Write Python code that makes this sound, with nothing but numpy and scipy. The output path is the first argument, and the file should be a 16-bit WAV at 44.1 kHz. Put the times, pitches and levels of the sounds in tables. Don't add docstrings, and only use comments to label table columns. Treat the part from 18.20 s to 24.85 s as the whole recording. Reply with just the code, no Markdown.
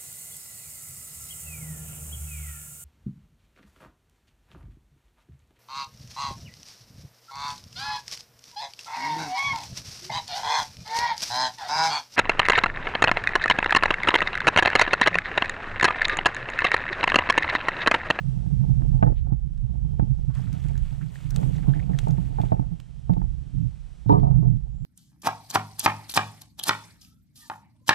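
import sys
import numpy as np
from scipy import signal
from scipy.fft import rfft, irfft, next_fast_len
from scipy.io import wavfile
from scipy.ndimage import uniform_filter1d, minimum_filter1d

SR = 44100
rng = np.random.default_rng(int(sys.argv[2]) if len(sys.argv) > 2 else 0)


def transcribe(u):
    v = np.clip(np.atleast_2d(u).T, -1, 1)
    q = np.round(v * 32767).astype(np.int16)
    wavfile.write(sys.argv[1], SR, q)


N = 293265
TIME = np.arange(N) / SR

# f/Hz, bandwidth/Hz, level/dB
SWAY_MODES = [(30.6, 5.1, -1), (56.6, 17.7, -2.5)]
POLE_MODES = [(126.7, 19.7, 4), (164.1, 38.9, -1.5), (206.5, 45.8, -13), (272.3, 33, -21)]
MOUNT_MODES = [(223, 2.6, 20), (279.2, 9.2, 7.5), (402, 16, 7), (520, 180, -3.5), (532, 61, -11),
               (760, 25, 6), (860, 29, 8.5), (844, 23, 7.5), (867, 34, -15.5), (1080, 40, -28)]
# t/s, level/dB
ROCKING = [(0.0, -37), (0.8, -24), (1.31, -32.5), (1.87, -27.5), (2.28, -37), (2.63, -27.5), (2.87, -44.5),
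           (3.0, -47.5), (3.09, -31.5), (4.46, -33.5), (4.63, -50.5), (5.08, -26), (5.31, -46), (5.37, -32),
           (5.8, -47), (6.02, -24), (6.65, -39.5)]
# t/s, level/dB
EFFORT = [(0, -28.5), (.4, -23.5), (.66, -21.5), (1.0, -33.5), (1.38, -37), (1.85, -26), (2.02, -31.5),
          (2.55, -27.5), (2.72, -41), (2.82, -29), (2.88, -33.5), (3.02, -37.5), (3.06, -36), (3.17, -22.5),
          (3.62, -28.5), (4.4, -29.5), (4.63, -42), (4.87, -39), (5.22, -37), (5.8, -48), (6.65, -37)]
# start t/s, length/s, level/dB
SHOVES = [(0.815, 0.068, -17), (3.187, 0.17, -28), (5.325, .12, -21.5), (5.866, 0.49, -18)]
SHOVE_ATTACK_S, SHOVE_RELEASE_S = 0.015, 0.022
LIFT_S, LIFT_LENGTH_S, LIFT_CHATTER_DB = 3.14, 1, 5
# f/Hz, level/dB
RUB_SPECTRUM = [(200, -3), (290, 10.5), (350, -9), (410, 1.5), (500, 0), (570, -4.5), (740, 4), (890, 0),
                (1020, -13.5), (1200, -16), (1500, -18.5), (3000, -69)]
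# t/s, level/dB
AIR_LEVEL = [(0, -59.5), (.78, -61), (1.1, -69), (2, -63.5), (4.9, -64), (5.8, -62), (6.65, -71)]
# f/Hz, level/dB
AIR_SPECTRUM = [(100, 17.5), (400, 6.5), (900, 2), (1400, 2), (2200, 0), (3000, 1), (3700, -1),
                (4700, -4.5), (5600, -2.5), (6800, -6.5), (7900, -3), (9600, -8.5), (12500, -17),
                (15500, -27)]
# t/s, thud level/dB, rub level/dB, thud f/Hz
BUMPS = [(0.058, -17.5, -56.5, 135.1), (.2, -24, -50.5, 129.8), (.323, -18, -56, 133.4),
         (.393, -13.5, -64.5, 130), (.507, -15.5, -60, 133.1), (0.569, -13, -48, 127.1),
         (0.687, -23, -62, 162), (.744, -14, -37.5, 133.3), (1.069, -24.5, -40.5, 126.3),
         (1.101, -23.5, -45, 128.3), (1.249, -25, -62.5, 143.7), (1.433, -20.5, -63, 120.4),
         (1.495, -32.5, -49.5, 189), (1.538, -23, -45.5, 129), (1.646, -19, -52.5, 140),
         (1.901, -14.5, -57, 127.6), (2.08, -15.5, -54.5, 128.1), (2.281, -21, -59, 135.6),
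         (2.35, -31, -42.5, 138.3), (2.449, -19.5, -44.5, 140.8), (2.503, -20, -38.5, 128.8),
         (2.718, -24.5, -46.5, 141.3), (2.821, -24, -52.5, 157), (3.048, -21.5, -55.5, 137.6),
         (3.168, -28, -41, 161.4), (3.204, -18, -41.5, 142.2), (3.24, -22.5, -45.5, 135.5),
         (3.362, -21, -48, 158.8), (3.483, -9.5, -27.5, 138.8), (3.56, -18, -38, 143.3),
         (3.696, -18.5, -33, 164), (3.739, -16, -37.5, 141.6), (3.832, -17, -47.5, 138.5),
         (3.888, -13.5, -30.5, 150.4), (3.915, -15, -48.5, 135.6), (3.988, -22, -43.5, 156.3),
         (4.021, -24.5, -50, 134.2), (4.423, -31.5, -38, 135.5), (4.518, -23.5, -47, 155.4),
         (4.904, -11, -40.5, 171.6), (4.969, -17, -43, 166), (5.336, -24, -57.5, 127),
         (5.443, -15.5, -58, 128.7), (5.97, -15.5, -40, 173), (6.108, -15.5, -33.5, 137.2),
         (6.148, -17, -38.5, 160), (6.238, -28.5, -38, 149.4), (6.181, -10, -47, 149.1),
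         (6.271, -14.5, -47, 137.6), (6.612, -24.5, -64, 130.5)]
BUMP_SWELL_S, BUMP_RUB_S, BUMP_THUD_S = 0.0071, 0.03, 0.009
# t/s, thud level/dB, clack level/dB, sharp crack level/dB, ring time/s
KNOCKS = [(0.436, -29, -42, -59, 0.036), (0.4943, -16.5, -40, -64, 0.017), (0.619, -14, -37, -48.5, 0.028),
          (0.826, -1.5, -10, -18, 0.014), (0.875, -16.5, -24, -58.5, 0.016),
          (0.918, -20, -41.5, -54, 0.036), (1.121, -11, -33.5, -57, 0.02),
          (1.795, -9.5, -24, -38.5, 0.0067), (1.8243, -10, -38, -58, 0.015),
          (3.869, -19.5, -26, -60, 0.011), (3.981, -16, -33.5, -70, 0.027), (4.184, -27.5, -23, -50, 0.021),
          (4.1992, -11.5, -23.5, -42, 0.0096), (4.2349, -14.5, -27, -49, 0.037),
          (4.3189, -7, -15.5, -40, 0.014), (4.394, -10, -31.5, -69, 0.024), (4.8948, -8, -22.5, -58, 0.014),
          (4.967, -14, -34, -75, 0.023), (5.0154, -20, -34, -45.5, 0.018), (5.039, -22, -42.5, -69, 0.024),
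          (5.86, -15, -37.5, -67, 0.032), (5.895, -11, -24.5, -31.5, 0.045),
          (5.9231, -2.5, -28, -45, 0.066), (6.03, -9, -31.5, -68, 0.023), (6.068, -25.5, -31, -82, 0.02),
          (6.226, -18.5, -41.5, -69, 0.02)]
# f/Hz, level/dB
CLACK_SPECTRUM = [(150, -8), (350, 3), (570, 4.5), (680, 8.5), (860, 9.5), (1150, -24), (1500, -22),
                  (2400, -41), (5000, -99.5)]
CRACK_SPECTRUM = [(500, -33.5), (1100, 16.5), (1500, 12.5), (2200, 0.5), (3400, -16), (4500, -37),
                  (7000, -43), (12000, -70)]
CONTACT_S, RATTLE_S = .004, .032
SCUFF_S, SCUFF_UNDER_DB = 0.017, -25
# t/s, level/dB, treble level/dB, left-right/dB
TICKS = [(0.8265, -46, -23, -8), (1.3764, -56.5, -7, 7), (2.151, -51.5, 1, 8), (2.328, -54.5, 8, 10),
         (2.439, -47, -6, -1), (2.484, -56.5, 7, 8), (2.577, -45.5, 0.5, 4), (2.956, -48, -21, -12),
         (3.1058, -45.5, 7, 9), (3.1607, -32, 0.5, 6.5), (3.2314, -41.5, -33, 0), (3.7879, -26.5, -8, 7),
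         (3.883, -48.5, 1.5, 10), (3.908, -45, 1, 2), (4.2152, -40, -9, 8), (4.6, -42, -9.5, -8),
         (4.9353, -46.5, -11, -8), (5.891, -41.5, -30, 3.5), (5.922, -43.5, -26, -4.5),
         (5.998, -49.5, -24, -9), (6.368, -60, -4, -6)]
# f/Hz, level/dB
TICK_BODY_SPECTRUM = [(500, 0), (1300, 5), (2800, 6.5), (4200, 5), (6000, -9.5), (9000, -23.5)]
TICK_EDGE_SPECTRUM = [(3000, -1.5), (6000, 9), (8300, 8.5), (10000, -3.5), (13000, -3), (15500, -7)]
# start t/s, length/s, level/dB, change over the length/dB
ROUGH_NOISES = [(0.845, 0.085, -22.5, -14.5), (1.814, 0.044, -38, -20.5), (3.164, 0.16, -37, -6),
                (4.214, 0.09, -38.5, -14), (4.347, 0.096, -35, -14.5), (4.908, 0.067, -41, -6.5)]
# f/Hz, level/dB
ROUGH_SPECTRUM = [(200, 4), (400, 6.5), (640, 2), (780, -4.5), (870, -6), (1050, -19.5), (1210, -15.5),
                  (1360, -11.5), (1500, -30), (1780, -16), (2500, -51), (5000, -69)]
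SWISH_S, SWISH_LENGTH_S, SWISH_ATTACK_S, SWISH_RELEASE_S, SWISH_DB = 0.95, 0.04, 0.018, 0.014, -62
# f/Hz, level/dB
SWISH_SPECTRUM = [(800, -16.5), (2000, 3), (3000, 3.5), (4200, -1.5), (5000, -18), (9000, -34),
                  (14000, -40)]
# start t/s, length/s, f/Hz, fall/Hz, level/dB
FAR_NOTES = [(1.596, 0.28, 3170, 30.6, -81), (4.457, 0.42, 3190, 100, -79.5), (5.217, .3, 3200, 120, -79.5)]
# t/s, level/dB, f/Hz, decay/s
SLAPS = [(2.1, -59.5, 1200, .025), (2.142, -76, 1100, 0.0053), (2.164, -53.5, 1400, 0.035),
         (2.178, -61.5, 1700, 0.029), (2.192, -50.5, 720, 0.0092), (2.269, -56, 1440, 0.017),
         (2.327, -59, 1350, 0.0088), (2.344, -57, 1290, 0.017), (2.439, -59, 1460, 0.024),
         (2.485, -58, 2170, 0.02), (2.553, -53, 1600, 0.022), (2.81, -52.5, 1450, 0.017),
         (2.826, -60, 2200, .008), (2.986, -63, 1480, 0.0066), (3.11, -57, 1550, 0.028),
         (3.188, -59.5, 1250, 0.0091), (3.228, -45, 765, 0.0047), (3.328, -62, 800, .008),
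         (3.432, -54.5, 1350, 0.011), (3.466, -53, 880, 0.012), (3.545, -54.5, 1970, 0.029),
         (3.908, -63, 1200, 0.012), (3.969, -59, 1970, 0.014)]
# t/s, splash level/dB, fine spray level/dB
THRASHES = [(2.13, -55.5, -60.5), (2.31, -57.5, -58), (2.538, -64.5, -62.5), (2.79, -66, -68.5),
            (2.927, -65, -58.5), (3.129, -54.5, -55), (3.469, -58, -67), (3.764, -61, -59.5),
            (4.191, -60, -65)]
THRASH_ATTACK_S, THRASH_HOLD_S, THRASH_SETTLE_S = 0.02, 0.0056, 0.48
WATER_CALM_S = 4.5
# f/Hz, level/dB
WATER_SPECTRUM = [(300, -12.5), (700, -5.5), (1400, -15.5), (2400, -11.5), (3600, -16.5), (5000, -25.5),
                  (7000, -58), (15000, -34)]
SPRAY_SPECTRUM = [(3000, 4), (5200, -5.5), (8200, 0), (9600, -6.5), (12500, -10), (15500, -10.5)]
# t/s, level/dB, f/Hz
PLOPS = [(2.957, -39.5, 1730), (3.383, -45, 1850), (3.43, -47.5, 2000), (3.5366, -36, 1590),
         (3.5943, -42.5, 1740), (3.6, -39, 1970), (3.628, -46, 2330), (3.734, -44, 1780),
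         (3.747, -44, 1680)]
# t/s, level/dB, decay/s, f/Hz favoured by the place of the blow, favour/dB
BOOMS = [(5.894, -12, 0.028, 988, 11), (5.924, -12, 0.038, 413, -1.5), (6.03, -25.5, 0.065, 696, 9),
         (6.222, -34, 0.05, 696, 14)]
# f/Hz, width/Hz (the rate at which the mode wavers), level/dB
HULL_MODES = [(235, 42, -5), (284.4, 11, -2), (395, 21, -5.5), (419, 11, -3.5), (476, 43, -11.5),
              (565, 13, -8), (652, 23, -14.5), (688, 25, -12), (742, 30, -8.5), (833, 12, -13.5),
              (895, 18, -7.5), (955, 15, -12.5), (1110, 25, -23.5), (1196, 15, -19), (1254, 20, -24.5),
              (1620, 20, -35)]
BOOM_ATTACK_S, BOOM_FAVOUR_OCTAVES = 0.0026, 0.14
WHISTLE_S, BIRD_HZ, BIRD_CLIMB_HZ_PER_S, BIRD_SWELL_S, BIRD_DB = 6.42, 6850, 2400, .23, -71
# f/Hz, level/dB, lag/rad
LEFT_PORT = [(25, -14, 1.7), (55, -17, 2), (90, -14, 2.3), (130, -22, 2.8), (200, -16, 3.3),
             (280, -11, 3.8), (400, -5, 3.6), (560, -2.5, 3.45), (950, -.5, 3.55), (2000, -3, 3.9),
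             (5000, -2, 5.5)]
# f/Hz, left-right/dB, likeness (0-1), phase lead of the left/rad
AIR_PORTS = [(300, -3, .8, .2), (1300, -3, .8, 1), (2300, -2.5, .8, .9), (4400, -1.5, .75, 0),
             (6000, 2, .7, -.3), (8100, 4, .65, -1.4), (15000, 1.5, .5, -2.5)]
EDGE_HZ = 15700


def amp(db):
    return 10 ** (np.asarray(db) / 20)


def unit(x):
    return x / np.sqrt(np.mean(x ** 2) + 1e-20)


def across(table, hz, axis=1):
    table = np.array(table, float)
    return np.interp(np.log(hz + 1), np.log(table[:, 0] + 1), table[:, axis])


def along(table, axis=1):
    table = np.array(table, float)
    return np.interp(TIME, table[:, 0], table[:, axis])


def add(mix, s, sound):
    part = mix[..., max(round(s * SR), 0):][..., :sound.shape[-1]]
    part += sound[..., :part.shape[-1]]


def filtered(x, response):
    size = next_fast_len(len(x) + 4096, True)
    return irfft(rfft(x, size) * response(np.fft.rfftfreq(size, 1 / SR)), size)[:len(x)]


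def colour(x, spectrum, size=2048):
    log_gain = np.log(amp(across(spectrum, abs(np.fft.fftfreq(size, 1 / SR)))))
    taps = np.fft.ifft(np.exp(signal.hilbert(log_gain).conj())).real[:size // 2]
    return signal.oaconvolve(x, taps)[:len(x)]


def peaked(x, size):
    return x / np.sqrt(uniform_filter1d(x ** 2, size, mode="constant").max() + 1e-20)


def steadied(x, size):
    power = uniform_filter1d(uniform_filter1d(x ** 2, size), size)
    return x / np.sqrt(abs(power) + 1e-9)


def burst(start, length, attack_s, release_s):
    age = TIME - start
    return np.clip(age / attack_s, 0, 1) * np.exp(-np.maximum(age - length, 0) / release_s)


def wander(rate_hz):
    t = np.arange(0, N / SR + 1, 1 / 500)
    smoothing = np.exp(-(np.fft.rfftfreq(len(t), t[1]) / rate_hz) ** 2)
    drift = irfft(rfft(rng.standard_normal(len(t))) * smoothing, len(t))
    return np.interp(TIME, t, unit(drift))


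def patter(per_s, spread_db):
    size = amp(spread_db * np.minimum(rng.exponential(1, N), 4))
    return unit(size * rng.choice([-1., 1.], N) * (rng.random(N) < per_s / SR))


def surging(x, depth_db, rate_hz, count=6):
    def share(f, k):
        place = np.clip(np.log2((f + 1) / 700) * 1.4, 0, count - 1)
        return np.maximum(1 - abs(place - k), 0)
    return unit(sum(filtered(x, lambda f: share(f, k)) * amp(depth_db * wander(rate_hz))
                    for k in range(count)))


def ring(modes, t):
    return sum(amp(db) * width * np.exp(-np.pi * width * t) * np.sin(2 * np.pi * hz * t)
               for hz, width, db in modes)


def shaken(modes, drive):
    def response(f):
        total = 0
        for k, (hz, width, db) in enumerate(modes):
            resonance = width * hz / (hz ** 2 - f ** 2 + 1j * width * f)
            skirts = f / np.hypot(f, hz / 2) / np.hypot(1, (f / (2 * hz)) ** 2)
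            total = total + (-1) ** k * amp(db) * resonance * skirts
        return total
    return unit(filtered(drive, response))


def sway(level_db=7):
    return steadied(shaken(SWAY_MODES, rng.standard_normal(N)), size=4000) * amp(along(ROCKING) + level_db)


def shaking(uneven_db=3.0):
    shoves = sum(amp(db) * burst(s, length, SHOVE_ATTACK_S, SHOVE_RELEASE_S) for s, length, db in SHOVES)
    effort = amp(along(EFFORT) + uneven_db * wander(rate_hz=44))
    return 20 * np.log10(np.hypot(effort, shoves))


def pole_shudder(shake_db, level_db=1.5):
    return steadied(shaken(POLE_MODES, rng.standard_normal(N)), size=1600) * amp(shake_db + level_db)


def chatter(level_db=-54, reference_db=-28, follow=0.95, uneven_db=3, groan_db=-3, rest_db=-65, soft_hz=1250):
    lift_db = LIFT_CHATTER_DB * burst(LIFT_S, LIFT_LENGTH_S, SHOVE_ATTACK_S, SHOVE_RELEASE_S)
    effort_db = follow * (along(EFFORT) - reference_db)
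    groan = shaken(MOUNT_MODES[1:4], rng.standard_normal(N))
    rattle = unit(colour(patter(per_s=470, spread_db=4.5), RUB_SPECTRUM)) + amp(groan_db) * groan
    rattle = filtered(rattle, lambda f: 1 / np.hypot(1, (f / soft_hz) ** 4))
    murmur = amp(rest_db) * unit(colour(rng.standard_normal(N), RUB_SPECTRUM))
    return rattle * amp(level_db + lift_db + effort_db + uneven_db * wander(rate_hz=37)) + murmur


def woods():
    return unit(colour(rng.standard_normal(N), AIR_SPECTRUM)) * amp(along(AIR_LEVEL))


def bumps(thud_db=0, rub_db=-1, waver=0.059, overtone=2, overtone_db=-26):
    t, out = np.arange(SR // 4) / SR - .04, np.zeros(N)
    rub_shape = np.exp(np.minimum(t, 0) / BUMP_SWELL_S) * np.exp(-np.maximum(t, 0) / BUMP_RUB_S)
    age = np.maximum(t / BUMP_THUD_S + 1, 0)
    for s, thud_level, rub_level, hz in BUMPS:
        phase = 2 * np.pi * np.cumsum(hz * (1 + waver * wander(rate_hz=40)[:len(t)])) / SR
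        swing = np.sin(phase) + amp(overtone_db) * np.sin(overtone * phase)
        thud = peaked(swing * age ** 2 * np.exp(-age), size=400)
        rub = peaked(colour(rng.standard_normal(len(t)) * rub_shape, RUB_SPECTRUM), size=400)
        add(out, s + t[0], amp(thud_level + thud_db) * thud + amp(rub_level + rub_db) * rub)
    return out


def scuffs():
    level = sum(amp(clack_db + SCUFF_UNDER_DB) * np.exp(-abs(TIME - s) / SCUFF_S) * (TIME < s)
                for s, _, clack_db, _, _ in KNOCKS)
    return level * shaken(MOUNT_MODES[2:], rng.standard_normal(N))


def knocks(thud_ring=4.2, ring_db=-4, clack_trim_db=-1, rattle_db=-18, crack_s=0.0046, scrape=1.0,
           soft_hz=1380, thud_trim_db=-1.5):
    t, out = np.arange(SR // 2) / SR, np.zeros(N)
    pole = ring([(hz, width, db + 9 * np.log2(hz / POLE_MODES[0][0])) for hz, width, db in POLE_MODES], t)
    mount = ring(MOUNT_MODES, t)
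    cushion = signal.butter(8, soft_hz, fs=SR, output="sos")
    contact_shape = np.exp(-t / CONTACT_S) + amp(rattle_db) * np.exp(-t / RATTLE_S)
    for s, thud_db, clack_db, crack_db, ring_s in KNOCKS:
        clack_noise, rub_noise, crack_noise = rng.standard_normal((3, len(t)))
        thud = peaked(pole * np.exp(-t / (thud_ring * ring_s)) * (1 - np.exp(-t / 0.0092)), size=200)
        clack = peaked(colour(clack_noise * contact_shape, CLACK_SPECTRUM), size=130)
        rub = rub_noise * np.exp(-2 * t / ring_s)
        rubbed = signal.fftconvolve(rub / np.linalg.norm(rub), mount)[:len(t)]
        tone = peaked((mount + scrape * rubbed) * np.exp(-t / ring_s), size=260)
        crack = peaked(colour(crack_noise * np.exp(-t / crack_s), CRACK_SPECTRUM), size=90)
        hollow = (ring_s / .025) ** .4
        body = amp(thud_db + thud_trim_db) * thud + amp(clack_db + ring_db) * hollow * tone
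        body = signal.sosfilt(cushion, body)
        add(out, s, body + amp(clack_db + clack_trim_db) * clack / hollow + amp(crack_db) * crack)
    return out


def ticks(decay_s=0.0012, tail_db=-27, tail_s=0.011, body_db=-8, edge_db=-6):
    t, out = np.arange(4000) / SR, np.zeros((2, N))
    decay = np.exp(-t / decay_s) + amp(tail_db) * np.exp(-t / tail_s)
    shape = decay * (1 - np.exp(-t / 0.0013))
    for s, db, treble_db, pan_db in TICKS:
        body_noise, edge_noise = rng.standard_normal((2, len(t))) * shape
        body = peaked(colour(body_noise, TICK_BODY_SPECTRUM), size=90)
        edge = peaked(colour(edge_noise, TICK_EDGE_SPECTRUM), size=90)
        click = amp(db) * (amp(body_db) * body + amp(treble_db + edge_db) * edge)
        add(out, s, amp(np.clip(pan_db, -10, 10) * np.array([[.5], [-.5]])) * click)
    return out


def rough_noises(attack_s=0.0053, release_s=0.0043):
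    level = np.zeros(N)
    for s, length, db, fade_db in ROUGH_NOISES:
        fading_db = db + fade_db * np.clip((TIME - s) / length, 0, 1)
        level += amp(fading_db) * burst(s, length, attack_s, release_s)
    rough = unit(amp(5 * wander(rate_hz=110))) * rng.standard_normal(N)
    return level * steadied(colour(rough, ROUGH_SPECTRUM), size=1400)


def swish():
    envelope = burst(SWISH_S, SWISH_LENGTH_S, SWISH_ATTACK_S, SWISH_RELEASE_S)
    return unit(colour(rng.standard_normal(N), SWISH_SPECTRUM)) * amp(SWISH_DB) * envelope


def far_bird(blur_hz=100, edge_s=.05):
    out = np.zeros(N)
    for s, length, hz, fall_hz, db in FAR_NOTES:
        pitch = hz - fall_hz * np.clip((TIME - s) / length, 0, 1)
        blur = wander(blur_hz) + 1j * wander(blur_hz)
        note = (blur * np.exp(2j * np.pi * np.cumsum(pitch) / SR)).real
        out += amp(db) * note * burst(s, length, edge_s, edge_s / 2)
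    return out


def slaps(level_db=1, attack_s=0.00044, octaves=0.35):
    t, out = np.arange(4000) / SR, np.zeros(N)
    for s, db, hz, decay_s in SLAPS:
        noise = rng.standard_normal(len(t)) * np.exp(-t / decay_s) * (1 - np.exp(-t / attack_s))
        gulp = filtered(noise, lambda f: 1 / (1 + (np.log2((f + 1) / hz) / octaves) ** 2))
        add(out, s, amp(db + level_db) * peaked(gulp, size=200))
    return out


def bubble(hz, cycles, rise, size=2000):
    age = np.arange(size) / SR * hz / cycles
    return np.sin(2 * np.pi * cycles * (age + rise * age ** 2)) * np.exp(-age) * (1 - np.exp(-6 * age))


def droplets(level_db=-3, spread_db=2.5, count=14):
    pings = np.zeros(N)
    for hz in np.geomspace(1000, 5500, count):
        ping = bubble(hz, cycles=2.2, rise=0.05, size=700)
        pings += signal.oaconvolve(patter(per_s=8.5, spread_db=spread_db), ping)[:N]
    return amp(level_db) * unit(pings)


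def splash(water_db=-4.5, spray_db=0, bubbles_db=-6, wash=1.0, surge_db=2.5, bubble_spread_db=20):
    start, end = THRASHES[0][0], WATER_CALM_S
    gate = np.clip((end - TIME) / 0.18, 0, 1)
    churn = np.array([burst(s, THRASH_HOLD_S, THRASH_ATTACK_S, THRASH_SETTLE_S) for s, _, _ in THRASHES])
    water_level, spray_level = np.sqrt(amp(np.array(THRASHES)[:, 1:]).T ** 2 @ churn ** 2)
    surge = amp(surge_db * wander(rate_hz=8))
    drops = colour(patter(per_s=260, spread_db=3.5) + .45 * rng.standard_normal(N), WATER_SPECTRUM)
    drops = surging(drops, depth_db=4, rate_hz=36)
    fizz = patter(per_s=520, spread_db=2.5) + wash * rng.standard_normal(N)
    fizz = unit(colour(fizz, SPRAY_SPECTRUM))
    bubbles = np.zeros(N)
    for when, pitch, size in rng.random((700, 3)):
        ringing = bubble(620 * 5.5 ** pitch, cycles=16, rise=0.021)
        add(bubbles, start + when * (end - start), amp(bubble_spread_db * size ** 2) * ringing)
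    bubbles = unit(bubbles) * np.sqrt((end - start) * SR / N)
    water = amp(water_db) * water_level * (drops + droplets() + amp(bubbles_db) * bubbles)
    return gate * surge * (water + amp(spray_db) * spray_level * fizz)


def plops(level_db=4, slap=0.15, slap_s=0.0038):
    t, out = np.arange(2000) / SR, np.zeros(N)
    for s, db, hz in PLOPS:
        wet = unit(colour(rng.standard_normal(len(t)), WATER_SPECTRUM)) * np.exp(-t / slap_s)
        ringing = bubble(hz, cycles=4.4, rise=0.031, size=len(t))
        add(out, s, amp(db + level_db) * (ringing + slap * wet))
    return out


def boom(waver_db=3.5, drift=0.02, treble_damping=0.0056):
    t, out = np.arange(SR // 2) / SR, np.zeros(N)
    hz, width, mode_db = np.transpose(HULL_MODES)
    for s, db, decay_s, favoured_hz, favour_db in BOOMS:
        nearness = np.exp(-(np.log2(hz / favoured_hz) / BOOM_FAVOUR_OCTAVES) ** 2)
        gains = amp(mode_db + favour_db * nearness)
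        ringing = np.zeros(len(t))
        for f, w, gain in zip(hz, width, gains / np.linalg.norm(gains)):
            pitch = f * (1 + drift * wander(w)[:len(t)])
            level = gain * np.exp(-t * treble_damping * f) * amp(waver_db * wander(w)[:len(t)])
            ringing += level * np.sin(2 * np.pi * (np.cumsum(pitch) / SR + rng.random()))
        envelope = np.minimum(t / BOOM_ATTACK_S, 1) * np.exp(-t / decay_s)
        add(out, s, np.sqrt(2) * amp(db) * ringing * envelope)
    return out


def bird(waver=.009):
    age = np.maximum(TIME - WHISTLE_S, 0)
    unsteady = 1 + waver * unit(uniform_filter1d(rng.standard_normal(N), 200))
    hz = (BIRD_HZ + BIRD_CLIMB_HZ_PER_S * age) * unsteady
    return amp(BIRD_DB) * np.minimum(age / BIRD_SWELL_S, 1) * np.sin(2 * np.pi * np.cumsum(hz) / SR)


def through_mount(x):
    def transfer(f):
        return amp(across(LEFT_PORT, f, axis=1)) * np.exp(-1j * across(LEFT_PORT, f, axis=2))
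    return np.array([filtered(x, transfer), x])


def through_air(direct, diffuse):
    def same(f):
        return np.clip(across(AIR_PORTS, f, axis=2), 0, 1)
    alike = filtered(direct, lambda f: same(f) * np.exp(1j * across(AIR_PORTS, f, axis=3)))
    left = alike + filtered(diffuse, lambda f: np.sqrt(1 - same(f) ** 2))
    return np.array([filtered(left, lambda f: amp(across(AIR_PORTS, f) / 2)),
                     filtered(direct, lambda f: amp(-across(AIR_PORTS, f) / 2))])


def scene(twist_db=-20, pole_twist_db=-28):
    shake_db = shaking()
    rumble = sway() + pole_shudder(shake_db) + chatter()
    mount = through_mount(rumble + bumps() + scuffs() + knocks() + rough_noises() + boom())
    twisting = amp(twist_db) * sway() + amp(pole_twist_db) * pole_shudder(shake_db)
    twist = np.array([[1], [0]]) * twisting
    direct = woods() + swish() + far_bird() + slaps() + splash() + plops() + bird()
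    airborne = through_air(direct, diffuse=splash() + woods())
    return mount + twist + airborne + ticks()


def record(dry):
    gain = np.minimum(1, .78 / (abs(dry).max(0) + 1e-9))
    gain = minimum_filter1d(gain, size=441)
    gain = uniform_filter1d(uniform_filter1d(gain, size=221), size=221)
    low_pass = signal.firwin(511, EDGE_HZ, window=("kaiser", 9), fs=SR)
    return signal.oaconvolve(dry * gain, low_pass[None], "same")


dry = scene()
out = record(dry)
transcribe(out)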